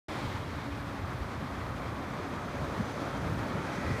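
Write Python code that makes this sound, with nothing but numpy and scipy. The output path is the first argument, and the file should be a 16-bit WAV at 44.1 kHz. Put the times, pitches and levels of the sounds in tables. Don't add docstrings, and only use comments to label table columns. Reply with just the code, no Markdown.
import sys
import numpy as np
from scipy import signal
from scipy.fft import rfft, irfft
from scipy.io import wavfile

SR = 44100
rng = np.random.default_rng(int(sys.argv[2]) if len(sys.argv) > 2 else 0)


def materialize(psi):
    bounded = np.clip(np.atleast_2d(psi).T, -1, 1)
    quanta = np.round(bounded * 32767).astype(np.int16)
    wavfile.write(sys.argv[1], SR, quanta)


N = 176400
T = np.arange(N) / SR


def from_db(db):
    return 10 ** (np.asarray(db) / 20)


def unit_rms(x):
    return x / np.sqrt(np.mean(x ** 2) + 1e-20)


def automation(rows):
    times, *columns = np.transpose(rows)
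    return [np.interp(T, times, column) for column in columns]


def drift(rate_hz):
    hop, warm_up = 40, 2000
    pole = np.exp(-2 * np.pi * rate_hz * hop / SR)
    noise = rng.standard_normal(N // hop + warm_up + 2)
    slow = signal.lfilter([1], [1, -2 * pole, pole * pole], noise)[warm_up:]
    return np.interp(np.arange(N) / hop, np.arange(len(slow)), unit_rms(slow))


def rush(spectrum, flutter_db, flutter_hz):
    hz, db = np.transpose(spectrum)
    octave = np.log2(np.maximum(np.fft.rfftfreq(N, 1 / SR), 1))
    low_cut_db = 18 * np.maximum(np.log2(hz[0]) - octave, 0)
    colour = from_db(np.interp(octave, np.log2(hz), db) - low_cut_db)
    noise = rfft(rng.standard_normal(N)) * colour
    together = drift(flutter_hz)
    out = np.zeros(N)
    for centre in range(4, 15):
        band = irfft(noise * np.maximum(1 - abs(octave - centre), 0), N)
        out += band * from_db(flutter_db * (together + drift(flutter_hz)))
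    return unit_rms(out)


def narrow_noise(hz, width_hz):
    lowpass = signal.butter(3, width_hz / 2, fs=SR, output="sos")
    in_phase, quadrature = signal.sosfilt(lowpass, rng.standard_normal((2, N + SR)))[:, SR:]
    phase = 2 * np.pi * np.cumsum(hz * np.ones(N)) / SR
    return unit_rms(in_phase * np.cos(phase) + quadrature * np.sin(phase))


def train_roar():
    # (frequency [Hz], relative density [dB])
    spectrum = [(130, 3), (220, 3), (330, 2), (440, -3), (570, 1), (720, -2.5), (950, -2.5), (1200, -6),
                (1400, -7.5), (1650, -9), (2200, -16), (3000, -22), (5000, -36), (15000, -45)]
    # (time [s], level [dB])
    swell = [(.8, -49.5), (1.3, -45), (2, -41.5), (2.5, -41), (2.8, -38.5), (3.4, -38.5), (4, -38.5)]
    level_db, = automation(swell)
    return from_db(level_db) * rush(spectrum, flutter_db=1.07, flutter_hz=12.2)


def running_gear():
    # (frequency [Hz], relative density [dB])
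    spectrum = [(1500, -47), (2300, 5), (2800, 3), (4300, 0.5), (6200, -3), (7500, -9), (10000, -12.5),
                (15000, -27)]
    # (time [s], level [dB])
    swell = [(1.7, -66), (2.45, -62.5), (2.65, -57.5), (3, -56), (3.4, -57), (3.8, -52.5), (4, -52.5)]
    level_db, = automation(swell)
    return from_db(level_db) * rush(spectrum, flutter_db=1.0, flutter_hz=18)


def approach():
    # (centre [Hz], width [Hz], level at full swell [dB])
    resonances = [(1940, 140, -47), (430, 100, -47)]
    full_swell_s, rise_db_per_s = 4.11, 18.5
    swell = from_db(-rise_db_per_s * np.maximum(full_swell_s - T, 0))
    ringing = sum(from_db(db) * narrow_noise(hz, width) for hz, width, db in resonances)
    brightness = from_db(-43) * narrow_noise(1950, width_hz=986)
    return swell * (brightness + ringing)


def motor_hum():
    # (time [s], pitch [Hz], level [dB])
    fundamental = [(.1, 296.6, -54), (.6, 285.5, -44.5), (.72, 286.2, -51.5), (.9, 284.5, -46),
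                   (1.15, 278.4, -54.5), (1.85, 276.9, -50.5), (2.6, 277.6, -51.5), (3.02, 279.8, -49),
                   (3.3, 277.6, -43), (3.6, 276.7, -51), (4, 280.6, -60)]
    # (time [s], level [dB])
    octave_level = [(.1, -47.5), (.6, -62), (2.2, -64), (2.7, -50), (3.3, -50), (4, -68)]
    hz, hum_db = automation(fundamental)
    octave_db, = automation(octave_level)
    hum = from_db(hum_db) * narrow_noise(hz, width_hz=14.9)
    return hum + from_db(octave_db) * narrow_noise(2 * hz, width_hz=75)


def train_whine():
    # (time [s], pitch [Hz], level of the core [dB])
    contour = [(1.8, 6300, -82), (2.25, 6195, -76), (2.48, 6240, -72), (2.7, 6240, -73), (2.86, 6122, -72),
               (3, 6080, -80), (3.4, 6150, -80), (3.8, 6250, -73), (4, 6200, -73)]
    hz, level_db = automation(contour)
    core = narrow_noise(hz, width_hz=150)
    halo = from_db(-1) * narrow_noise(6370, width_hz=840)
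    return from_db(level_db) * (core + halo)


def wheel_song():
    # (time [s], centre [Hz], level [dB])
    contour = [(.9, 1153, -57), (1.5, 1194, -49.5), (2.27, 1167, -53), (2.39, 1195, -45), (2.5, 1200, -56),
               (2.7, 1228, -48.5), (2.88, 1254, -56), (3.07, 1297, -45), (3.25, 1294, -55),
               (3.6, 1304, -50)]
    hz, level_db = automation(contour)
    return from_db(level_db) * narrow_noise(hz, width_hz=238)


def squeaks():
    # (peak time [s], level [dB], pitch [Hz], glide [Hz/s], swell half-width [s])
    cues = [(2.55, -59, 2700, 3002, .02), (2.87, -65.5, 5890, -800, .03), (2.944, -67, 6110, 0, .018),
            (3.152, -57, 3160, -2000, .014), (3.18, -71, 6000, 0, .025), (3.58, -55, 2970, -2, .014),
            (3.74, -63, 5820, 2000, 0.034), (3.795, -65, 6450, 2002, .022)]
    waver_hz = 54.7
    out = np.zeros(N)
    for peak_s, db, hz, glide, width_s in cues:
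        pitch = hz + glide * np.clip(T - peak_s, -3 * width_s, 3 * width_s)
        phase = 2 * np.pi * np.cumsum(pitch + waver_hz * drift(rate_hz=70)) / SR
        swell = np.exp(-.5 * ((T - peak_s) / width_s) ** 2)
        out += from_db(db) * swell * unit_rms(np.sin(phase))
    return out


def wind_rumble():
    # (frequency [Hz], relative density [dB])
    spectrum = [(22, -19), (35, -19), (50, -6), (75, 0.5), (110, 0), (150, -5.5), (200, -17.5), (400, -25),
                (1000, -50)]
    # (time [s], level [dB])
    surges = [(.15, -47), (.27, -37.5), (.48, -42.5), (.75, -41), (1.1, -39.5), (1.35, -43), (1.8, -40),
              (2.35, -44.5), (2.8, -40.5), (3.05, -45.5), (3.35, -37), (3.7, -47.5), (4, -39)]
    # (peak time [s], level [dB], centre [Hz], swell half-width [s])
    gusts = [(0.248, -40, 140.3, 0.014), (0.286, -41, 62, 0.022), (0.723, -40, 80, 0.022),
             (1.22, -41, 89.7, .03), (1.45, -42.5, 154.8, 0.018), (2.293, -48, 329, 0.11),
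             (3.2, -42, 65.2, 0.03), (3.298, -37.5, 145.1, 0.058), (3.624, -41, 170, 0.05),
             (3.906, -34.5, 89.7, 0.041), (3.94, -38.5, 179.7, 0.037)]
    level_db, = automation(surges)
    out = from_db(level_db) * rush(spectrum, flutter_db=0.5, flutter_hz=11)
    for peak_s, db, hz, width_s in gusts:
        swell = np.exp(-.5 * ((T - peak_s) / width_s) ** 2)
        swell_rms = np.sqrt(np.mean(swell ** 2))
        gust = unit_rms(swell * narrow_noise(hz, width_hz=0.6 * hz))
        out += from_db(db) * swell_rms * gust
    return out


def wind_bumps():
    # (onset [s], envelope peak [dB], pitch [Hz])
    cues = [(.232, -29, 165), (.24, -30, 105), (1.142, -32.5, 125), (1.195, -33, 60.6),
            (1.42, -28.5, 149.6), (2.617, -29, 141.5), (2.797, -22, 200), (2.797, -28, 120),
            (3.307, -29, 110), (3.549, -27.5, 180), (3.574, -28, 154), (3.779, -27, 183),
            (3.896, -28, 109.7)]
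    decay_cycles = 0.61
    out = np.zeros(N)
    for onset_s, db, hz in cues:
        cycles = np.maximum(T - onset_s, 0) * hz
        age = cycles / decay_cycles
        envelope = (age / 2) ** 2 * np.exp(2 - age)
        out += from_db(db) * envelope * np.sin(2 * np.pi * cycles)
    return out


def departing_car():
    # (frequency [Hz], relative density [dB])
    spectrum = [(300, 10), (600, -3), (920, 6), (1250, -1), (1600, -5), (2200, -3), (4200, -11),
                (6000, -19.5), (9000, -25.5), (15000, -35)]
    start_db, hold_s, fade_db_per_s = -40, 0.22, 36
    level_db = start_db - fade_db_per_s * np.maximum(T - hold_s, 0)
    return from_db(level_db) * rush(spectrum, flutter_db=0.4, flutter_hz=17)


def far_traffic():
    # (frequency [Hz], relative density [dB])
    spectrum = [(130, -3), (240, -1.5), (400, -9), (600, -9.5), (1050, -9), (1300, -10), (1550, -12.5),
                (2200, -16.5), (3300, -23), (4200, -26), (6000, -33), (8000, -38.5), (11000, -43),
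                (15000, -51)]
    low_cut = signal.butter(2, 125, "high", fs=SR, output="sos")
    return from_db(-41) * signal.sosfilt(low_cut, rush(spectrum, flutter_db=0.78, flutter_hz=13.0))


def scene():
    road = far_traffic() + departing_car()
    rolling = train_roar() + running_gear() + approach()
    tones = motor_hum() + train_whine() + wheel_song() + squeaks()
    wind = wind_rumble() + wind_bumps()
    return (rolling + tones + wind + road)[None]


def record(dry):
    hollow_hz, half_width_hz, hollow_db = 2810, 244, -3.5
    start_s, fade_in_s, cutoff_hz = .083, .002, 15300
    hz = np.fft.rfftfreq(N, 1 / SR)
    hollow = from_db(hollow_db * np.exp(-.5 * ((hz - hollow_hz) / half_width_hz) ** 6))
    coloured = irfft(rfft(dry) * hollow, N)
    fade_in = np.clip((T - start_s) / fade_in_s, 0, 1)
    high_cut = signal.ellip(12, .1, 70, cutoff_hz, fs=SR, output="sos")
    return signal.sosfilt(high_cut, coloured * fade_in)


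dry = scene()
out = record(dry)
materialize(out)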